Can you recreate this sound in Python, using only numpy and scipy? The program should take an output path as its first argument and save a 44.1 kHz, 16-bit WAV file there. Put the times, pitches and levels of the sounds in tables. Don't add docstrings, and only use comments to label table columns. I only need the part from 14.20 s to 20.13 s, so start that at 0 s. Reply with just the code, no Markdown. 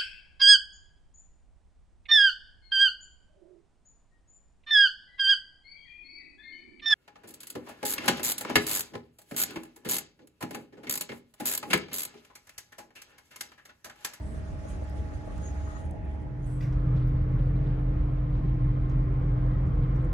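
import sys
import numpy as np
from scipy import signal
from scipy.io import wavfile
from scipy.ndimage import uniform_filter1d

SR = 44100
rng = np.random.default_rng(int(sys.argv[2]) if len(sys.argv) > 2 else 0)


def generate_wav(sig):
    pcm = np.round(np.clip(np.atleast_2d(sig).T, -1, 1) * 32767).astype(np.int16)
    wavfile.write(sys.argv[1], SR, pcm)


N = 261513
TIME = np.arange(N) / SR

# start t/s, end t/s
FADE_S = (1.937, 2.695)

# f/Hz, relative density/dB per Hz
WINDOW_AIR = [(20, -46), (36, -6), (75, -5.5), (95, -6), (118, -11.5), (180, -14.5), (300, -22.5),
              (500, -26), (900, -30.5), (1050, -40.5), (1900, -38), (2300, -44.5), (4000, -62.5),
              (7000, -75), (11000, -85), (15500, -93)]
# f/Hz, likeness/1
WINDOW_SAME = [(60, 0.8), (180, 0.62), (550, 0.24), (1650, 0.24), (4970, 0.25), (15000, .05)]
# f/Hz, relative density/dB per Hz
WINDOW_RUSH_COLOUR = [(600, -39), (1100, 7.5), (1900, -3), (2400, -10.5), (4500, -11.5), (7000, -14.5),
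                      (11000, -33.5)]
# t/s, rms level/dB before patches and fade
WINDOW_RUSH = [(0, -59.5), (.4, -58), (1.59, -57), (1.65, -70.5), (2.3, -64.5)]
# f/Hz, relative density/dB per Hz
SEATS_AIR = [(24, -46.5), (36, -11.5), (44, -3.5), (56, -6.5), (68, -2), (78, -7.5), (88, -4), (103, -9.5),
             (118, -4.5), (135, -5.5), (150, -5.5), (172, -10), (188, -19), (208, -17), (225, -28.5),
             (245, -19.5), (268, -24.5), (320, -21.5), (360, -24.5), (520, -29), (800, -35), (1320, -36),
             (1480, -39), (2350, -45.5), (2600, -53.5), (6700, -73), (15500, -84.5)]
# f/Hz, likeness/1
SEATS_SAME = [(60, 1), (160, 0.98), (290, 0.67), (640, 0.49), (1410, 0.033), (3100, 0.34), (6800, 0.11),
              (15000, .25)]
# t/s, gain/dB
SEATS_LEVEL = [(2.3, 2), (3.0, -0.5), (3.8, 0), (4.5, 0.5), (5.2, 0.5), (5.93, 1)]
# f/Hz, width per pass/Hz, rms level/dB
THIN_HISS = [(12200, 400, -94), (14600, 500, -90.5)]
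# f/Hz, relative density/dB per Hz
RUSH_COLOUR = [(1500, -35), (2500, 1), (4000, -5.5), (6000, -16.5), (10000, -29), (15500, -43.5)]
# t/s, fading time constant/s, level/dB
GUSTS = [(2.53, 0.051, -65), (2.77, 0.092, -64.5), (3.188, 0.068, -67.5), (3.4, 0.39, -70),
         (4.15, 0.079, -67.5), (5.62, 0.07, -70)]

# t/s, peak before L-R/dB, L-R/dB, centre f/Hz, width per pass/Hz, tail t60/s (at least 0.004)
CLICKS = [(.6968, -50, -4, 8500, 7000, .01), (1.1797, -51, -4, 7500, 7000, .01),
          (1.652, -60, -4, 9000, 2000, .02), (1.71, -50, -7, 8500, 4000, .012),
          (1.852, -65, -6, 9500, 2000, .015), (2.522, -54, 2.5, 2000, 400, .06),
          (2.5262, -57, 2.5, 5200, 3000, .09), (2.7631, -60, 1, 4500, 4000, .2),
          (2.8719, -56, -.5, 14300, 1500, .12), (3.19, -60, 0, 2800, 1500, .08),
          (3.332, -58, 0, 2330, 150, .1), (3.36, -64, 0, 3900, 500, .12), (4.165, -65, 0, 4000, 3500, .1),
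          (4.2872, -62, 0, 4000, 3000, .04), (4.6957, -58, .5, 6000, 3000, .06),
          (4.715, -64, .5, 5500, 2000, .06), (5.37, -60, 0, 1900, 900, .08),
          (5.465, -62, 0, 5500, 4000, .12), (5.745, -65, 1.5, 5500, 5000, .04),
          (5.7595, -60, 1.5, 5800, 2000, .08), (5.8245, -65, .5, 8600, 1500, .015),
          (5.8466, -60, .5, 7500, 5000, .05)]
# t/s, peak before L-R/dB
KNOCKS = [(0.056, -50), (.452, -36.5), (.622, -36), (.929, -43), (1.076, -37.5), (1.147, -41), (1.214, -41),
          (1.706, -53)]
# f/Hz, relative level/dB
KNOCK_MODES = [(590, 9.4), (327, 3)]
# middle t/s, length/s, peak of envelope/dB
CREAKS = [(1.498, 0.11, -46.5), (1.565, 0.061, -45.5), (1.62, 0.12, -55)]
# f/Hz, width of first pass/Hz, relative level/dB
PANEL = [(1000, 50, -8), (1250, 49, 2), (1420, 50, -4), (1870, 65, -5)]
# f/Hz, width in the snap/Hz, relative level/dB, change in the tail/dB
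CLACK_MODES = [(1900, 350, 9, 0), (2370, 200, -2, -4), (3480, 260, 2, -3), (4000, 300, -4, -1),
               (4670, 300, 3, -6), (5400, 400, -3, -2), (7000, 1500, -16, 0), (9860, 1500, -11, -5),
               (14000, 2900, -15, -1)]
# f/Hz, relative density/dB per Hz
RUB_COLOUR = [(1470, -8.5), (2500, -4), (5160, -15), (6490, -8), (7110, -14), (9950, -7.5), (11300, -28),
              (12100, -52), (12900, -45.5), (13600, -24), (14800, -22), (15500, -31)]
# middle t/s, length/s, hiss level before grain/dB
STROKES = [(.04, .07, -82), (.18, .12, -72), (.33, 0.17, -77), (.51, 0.2, -68.5), (.64, .08, -87),
           (.78, 0.11, -71.5), (.96, .1, -78), (1.15, 0.24, -75), (1.27, 0.3, -72.5), (1.55, 0.57, -74.5),
           (1.92, 0.13, -81), (2.01, 0.1, -80.5), (2.31, 0.34, -76), (2.44, 0.17, -85)]
# f/Hz, width per pass/Hz, level re squeak/dB
SQUEAKS = [(6640, 85, 2.5, 6500, 700, -7), (7960, 150, -5, 9400, 1700, 1)]
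# middle t/s, length/s, peak of envelope/dB
SQUEALS = [
    [(.51, 0.17, -65), (.95, .1, -71), (1.2, 0.13, -73), (1.27, 0.14, -55.5), (1.47, 0.58, -68.5),
     (1.57, 0.095, -64), (2.24, 0.058, -71)],
    [(.1, 0.3, -69), (.5, 0.068, -65), (.64, 0.046, -75), (2.272, .04, -65), (2.33, 0.2, -68)],
]

# t/s, rms level before L-R/dB
BOOM = [(0, -35), (.25, -44.5), (.8, -36), (1.0, -43.5), (1.42, -30.5), (1.6, -48), (1.93, -33.5),
        (2.12, -41), (2.4, -52)]
# multiple/1, rms level/dB, growth/dB per s, lower sideband re tone/dB, upper/dB, L-R/dB, left lead/rad
INVERTER = [(1, -61, 1, -5, 0, 1, 2.5), (2, -76, 0, -4, -3, 0, .5), (3, -84.5, .4, -4, -5, 3, 1)]
# multiple of base pitch/1, rms level before body gain/dB
WHINE_ORDERS = [(2, -48), (3, -52)]
# f/Hz, width/Hz, gain/dB
BODY = [(183, 4.7, 5.5), (272, 82, -6.5), (325, 27, -3.5), (332, 6.1, -10.5), (360, 18, -2),
        (388.4, 8.6, 3.5), (410, 14, -2), (462, 12, 1), (497, 14, -1), (511, 14, 0)]
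# f/Hz, rms level at 0.86 s before swells/dB, growth/dB per s, L-R/dB, left lead/rad
WINDOW_HUMS = [(41.3, -49, -2, -1, -.25), (48.7, -48, 0, -.5, -.28), (87.4, -47, -2, -1.5, -.5),
               (299.5, -53, 0, -4.3, -.83), (605, -63.5, -5, 0, 0), (638.3, -58, 0, 8.6, .46),
               (836.4, -57.5, 1, -1.9, -.1), (1846, -78, 2, 0, 1)]
# f/Hz, rms level at 2.2 s before swells/dB, growth/dB per s, L-R/dB, left lead/rad
SEATS_HUMS = [(41.4, -28.8, 0, -.2, -.03), (47.7, -37.7, 0, -.4, -.05), (68.5, -41, 0, -.4, -.05),
              (127.2, -30.5, 0, -.1, -.06), (146.5, -41.7, 0, .2, -.16), (250.5, -56, 0, -6, -1.3),
              (254.3, -52.5, 0, -6, -1.3), (299.5, -42.6, 0, -3.5, -.77), (438, -57, 0, 0, 0),
              (488, -62, 0, 0, 0), (508.7, -61, 0, -7.5, -.4), (637.3, -65, 0, -5, .8),
              (835.4, -66, -.5, -1.5, .2)]
# t/s, gain/dB
MAIN_HUM = [(2.0, 3.5), (2.6, 2), (2.95, 4), (3.1, 0.5), (3.3, 3), (3.75, -2.5), (4.3, 1), (4.7, 0),
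            (5.1, -1.5), (5.33, 3), (5.5, -3), (5.75, 3.5), (5.93, -6)]

WINDOW_DB, WINDOW_LAG_S = -37, 0.00033
SEATS_DB = -31
RUSH_DB, GUST_RISE_S = -73.5, .015
KNOCK_PAN_DB = 13
CLACK_S, CLACK_DB, CLACK_SNAP_S, CLACK_RATTLE_DB = 2.4045, -43, .009, 1
CLACK_TAIL_SPREAD, CLACK_TAIL_DB, CLACK_TAIL_T60_S = 3.5, 9.5, 0.27
RUB_DB, RUB_LIFTED_DB, RUB_END_S, RUB_RELEASE_S = -80, -93, 1.71, .015
BOOM_HZ, BOOM_RISE_HZ_PER_S = 66.3, 2.604
INVERTER_HZ = 1048.9
SIDEBAND_HZ, SIDEBAND_RISE_HZ_PER_S, SIDEBAND_SWELL_S = 9.5, 2.4, .5
WHINE_START_S, WHINE_HZ = 3.3, 80
WHINE_RISE_HZ_PER_S, WHINE_BEND_HZ_PER_S2 = 26.3, 2.85
THIN_HUM_HZ, THIN_HUM_START_DB, THIN_HUM_SWELL_S = 836, -40, 0.13
MAIN_HUM_HZ = 127
CLEAR_HUM_HZ, CLEAR_HUM_SINK_S, CLEAR_HUM_SINK_DB_PER_S = 300, 5.3, -7
BRIEF_HUM_HZ, BRIEF_HUM_END_S, BRIEF_HUM_SINK_DB_PER_S = 438, 3.65, -40
EDGE_HZ = 15700


def amp(db):
    return 10 ** (np.asarray(db) / 20)


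def evened(x):
    return x / np.sqrt(np.mean(x ** 2) + 1e-20)


def read(points, hz):
    f, value = np.transpose(points)
    return np.interp(np.log(hz + 1), np.log(f + 1), value)


def curve(rows):
    s, value = np.transpose(rows)
    return np.interp(TIME, s, value)


def sides(pan_db):
    return amp(np.array([[pan_db / 2], [-pan_db / 2]]))


def phases(lead):
    return np.array([[lead / 2], [-lead / 2]])


def drift(top_hz):
    t, slow = TIME[::64], 0
    for f in np.geomspace(top_hz / 20, top_hz, 16):
        slow = slow + np.sin(2 * np.pi * (f * t + rng.random())) / np.sqrt(f)
    return np.interp(TIME, t, evened(slow))


def bumps(rows):
    power = 0
    for s, length, db in rows:
        arch = np.cos(np.pi * np.clip((TIME - s) / length, -.5, .5)) ** 2
        power = power + (amp(db) * arch) ** 2
    return np.sqrt(power)


def resonate(x, hz, width):
    turn = np.exp(2j * np.pi * hz * np.arange(x.shape[-1]) / SR)
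    r = np.exp(-np.pi * width / SR)
    return 2 * (turn * signal.lfilter([1 - r], [1, -r], x / turn)).real


def ringing(x, hz, width, second_width):
    return resonate(resonate(x, hz, width), hz, second_width)


def air(colour, same, lag_s, patchy_db, size=2048):
    frames, hz = N // (size // 4) + 5, np.fft.rfftfreq(size, 1 / SR)
    a, b, c, d, patches = rng.standard_normal((frames, len(hz), 5)).T
    patches = uniform_filter1d(patches, size=20, axis=0)
    patches = evened(uniform_filter1d(patches, size=6, axis=1))
    alike = np.clip(read(same, hz), -1, 1)[:, None]
    left, own = a + 1j * b, c + 1j * d
    lag = np.exp(-2j * np.pi * hz * lag_s)[:, None]
    right = alike * left * lag + np.sqrt(1 - alike ** 2) * own
    z = np.array([left, right]) * amp(read(colour, hz)[:, None] + patchy_db * patches)
    return evened(signal.istft(z, nperseg=size, noverlap=size * 3 // 4)[1][:, :N])


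def window_air():
    level = amp(WINDOW_DB + 1.0 * drift(top_hz=0.96)) * sides(-1.9)
    return level * air(WINDOW_AIR, WINDOW_SAME, WINDOW_LAG_S, patchy_db=2.0)


def window_rush():
    noise = air(WINDOW_RUSH_COLOUR, WINDOW_SAME, WINDOW_LAG_S, patchy_db=2.1, size=1024)
    return amp(curve(WINDOW_RUSH)) * noise


def seats_air():
    level = amp(SEATS_DB + curve(SEATS_LEVEL) + 0.68 * drift(top_hz=6.0)) * sides(-0.3)
    return level * air(SEATS_AIR, SEATS_SAME, 0, patchy_db=1.12, size=4096)


def thin_hiss():
    out = 0
    for hz, width, db in THIN_HISS:
        out = out + amp(db) * evened(ringing(rng.standard_normal(N), hz, width, width))
    return out


def rush():
    level = amp(RUSH_DB)
    for s, fading_s, db in GUSTS:
        t = TIME - s
        level = np.hypot(level, amp(db) * np.exp(np.minimum(t / GUST_RISE_S, -t / fading_s)))
    return level * air(RUSH_COLOUR, SEATS_SAME, 0, patchy_db=3.5, size=512)


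def clicks():
    out, t = np.zeros((2, N + 8000)), np.arange(8000) / SR
    for s, db, pan_db, hz, width, t60 in CLICKS:
        shared, own = rng.standard_normal(8000), rng.standard_normal((2, 8000))
        sharp = amp(-60 * t / 0.014)
        tail = (1 - np.exp(-t / 0.0028)) * amp(-60 * t / max(t60, .004))
        burst = (shared + 0.23 * own) * (sharp + 0.79 * tail)
        tick = ringing(burst, hz, width, width)
        out[:, round(s * SR):][:, :8000] += amp(db) * sides(pan_db) * tick / abs(tick).max()
    return out[:, :N]


def knocks():
    out, t = np.zeros((2, N + 4000)), np.arange(4000) / SR
    shape = (1 - np.exp(-t / .0015)) * amp(-60 * t / .022)
    blow = shape * sum(amp(db) * np.sin(2 * np.pi * hz * t) for hz, db in KNOCK_MODES)
    blow = sides(KNOCK_PAN_DB) * [[1], [-1]] * blow / abs(blow).max()
    for s, db in KNOCKS:
        out[:, round(s * SR):][:, :4000] += amp(db) * blow
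    return out[:, :N]


def creak():
    slips = rng.standard_normal(N) * (rng.random(N) < 400 / SR)
    ring = 0
    for hz, width, db in PANEL:
        ring = ring + amp(db) * evened(ringing(slips, hz, width, 4 * width))
    return bumps(CREAKS) * evened(ring) * np.array([[1], [-.4]])


def clack():
    t = np.maximum(TIME - CLACK_S, 0)
    shared, own = rng.standard_normal(N), rng.standard_normal((2, N))
    noise = (shared + 0.76 * own) * (1 - np.exp(-t / .001))
    snap = noise * (t < CLACK_SNAP_S)
    rattle = amp(CLACK_RATTLE_DB * drift(top_hz=88.6))
    tail = noise * rattle * (1 - np.exp(-t / 0.019)) * amp(CLACK_TAIL_DB - 60 * t / CLACK_TAIL_T60_S)
    ring = 0
    for hz, width, db, tail_db in CLACK_MODES:
        broad = min(width * CLACK_TAIL_SPREAD, 2500)
        for burst, wide in ((snap, width), (amp(tail_db) * tail, broad)):
            ring = ring + amp(db) * ringing(burst, hz, wide, wide) / np.sqrt(wide)
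    return amp(CLACK_DB) * ring / abs(ring).max()


def rubbing():
    contact = amp(RUB_DB) * np.exp(-np.maximum(TIME - RUB_END_S, 0) / RUB_RELEASE_S)
    contact = contact + amp(RUB_LIFTED_DB) * (TIME < FADE_S[1])
    grain = amp(7.0 + 1.8 * drift(top_hz=121.6))
    hiss = air(RUB_COLOUR, [(100, .2), (15000, .2)], 0, patchy_db=1.9, size=512)
    out = np.hypot(contact, bumps(STROKES)) * grain * sides(-6.5) * hiss
    for (hz, width, pan_db, skirt_hz, skirt_width, skirt_db), squeals in zip(SQUEAKS, SQUEALS):
        drive = rng.standard_normal((2, N))
        ring = evened(ringing(drive, hz, width, 3 * width))
        skirt = evened(ringing(drive, skirt_hz, skirt_width, skirt_width))
        out += bumps(squeals) * sides(pan_db) * (ring + amp(skirt_db) * skirt)
    return out


def boom():
    hz = BOOM_HZ + BOOM_RISE_HZ_PER_S * TIME + 1.05 * drift(top_hz=3.74)
    tone = np.sin(2 * np.pi * np.cumsum(hz) / SR)
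    return np.sqrt(2) * amp(curve(BOOM)) * tone * sides(-1.1)


def inverter():
    t = np.maximum(TIME - WHINE_START_S, 0)
    turning = 2 * np.pi * (SIDEBAND_HZ + SIDEBAND_RISE_HZ_PER_S * t / 2) * t
    out = 0
    for order, db, growth, lower_db, upper_db, pan_db, lead in INVERTER:
        angle = 2 * np.pi * order * INVERTER_HZ * TIME + phases(lead)
        flanks = amp(lower_db) * np.sin(angle - turning) + amp(upper_db) * np.sin(angle + turning)
        level = amp(db + growth * (TIME - FADE_S[1]) + 1.5 * drift(top_hz=5))
        swell = 1 - np.exp(-t / SIDEBAND_SWELL_S)
        out = out + level * sides(pan_db) * (np.sin(angle) + swell * flanks)
    return np.sqrt(2) * out


def whine():
    t = np.maximum(TIME - WHINE_START_S, 0)
    hz = WHINE_HZ + WHINE_RISE_HZ_PER_S * t + WHINE_BEND_HZ_PER_S2 * t ** 2
    angle, tone = 2 * np.pi * np.cumsum(hz) / SR, 0
    for order, db in WHINE_ORDERS:
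        body = 0
        for f, width, peak_db in BODY:
            body = body + amp(peak_db) / (1 + (2 * (order * hz - f) / width) ** 2)
        tone = tone + amp(db) * body * np.sin(round(order) * angle)
    return np.sqrt(2) * tone * (t > 0) * sides(-1.4)


def hums(table, middle_s, waver_db, swells):
    out = np.zeros((2, N))
    for hz, db, growth, pan_db, lead in table:
        swell_db = sum(curve_db for near_hz, curve_db in swells if abs(hz / near_hz - 1) < .06)
        waver = waver_db * np.log10(hz / 30) * drift(top_hz=8)
        level = np.sqrt(2) * amp(db + growth * (TIME - middle_s) + waver + swell_db)
        out += level * sides(pan_db) * np.sin(2 * np.pi * hz * TIME + phases(lead))
    return out


def window_hums():
    swell_db = THIN_HUM_START_DB * np.exp(-TIME / THIN_HUM_SWELL_S)
    return hums(WINDOW_HUMS, middle_s=0.86, waver_db=0.53, swells=[(THIN_HUM_HZ, swell_db)])


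def seats_hums():
    sink_db = CLEAR_HUM_SINK_DB_PER_S * np.maximum(TIME - CLEAR_HUM_SINK_S, 0)
    stop_db = BRIEF_HUM_SINK_DB_PER_S * np.maximum(TIME - BRIEF_HUM_END_S, 0)
    swells = [(MAIN_HUM_HZ, curve(MAIN_HUM)), (CLEAR_HUM_HZ, sink_db), (BRIEF_HUM_HZ, stop_db)]
    return hums(SEATS_HUMS, middle_s=2.2, waver_db=0.43, swells=swells)


def scene():
    share = np.clip((TIME - FADE_S[0]) / (FADE_S[1] - FADE_S[0]), 0, 1)
    window = window_air() + window_rush() + boom() + window_hums()
    seats = seats_air() + thin_hiss() + rush() + inverter() + whine() + seats_hums()
    contacts = clicks() + knocks() + creak() + clack() + rubbing()
    return (1 - share) ** 1.7 * window + share * seats + contacts


def record(dry):
    high_pass = signal.butter(8, 36, "high", fs=SR, output="sos")
    cut = signal.sosfilt(high_pass, dry)
    low_pass = signal.firwin(511, EDGE_HZ, window=("kaiser", 9), fs=SR)
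    return signal.oaconvolve(cut, low_pass[None], "same")


dry = scene()
out = record(dry)
generate_wav(out)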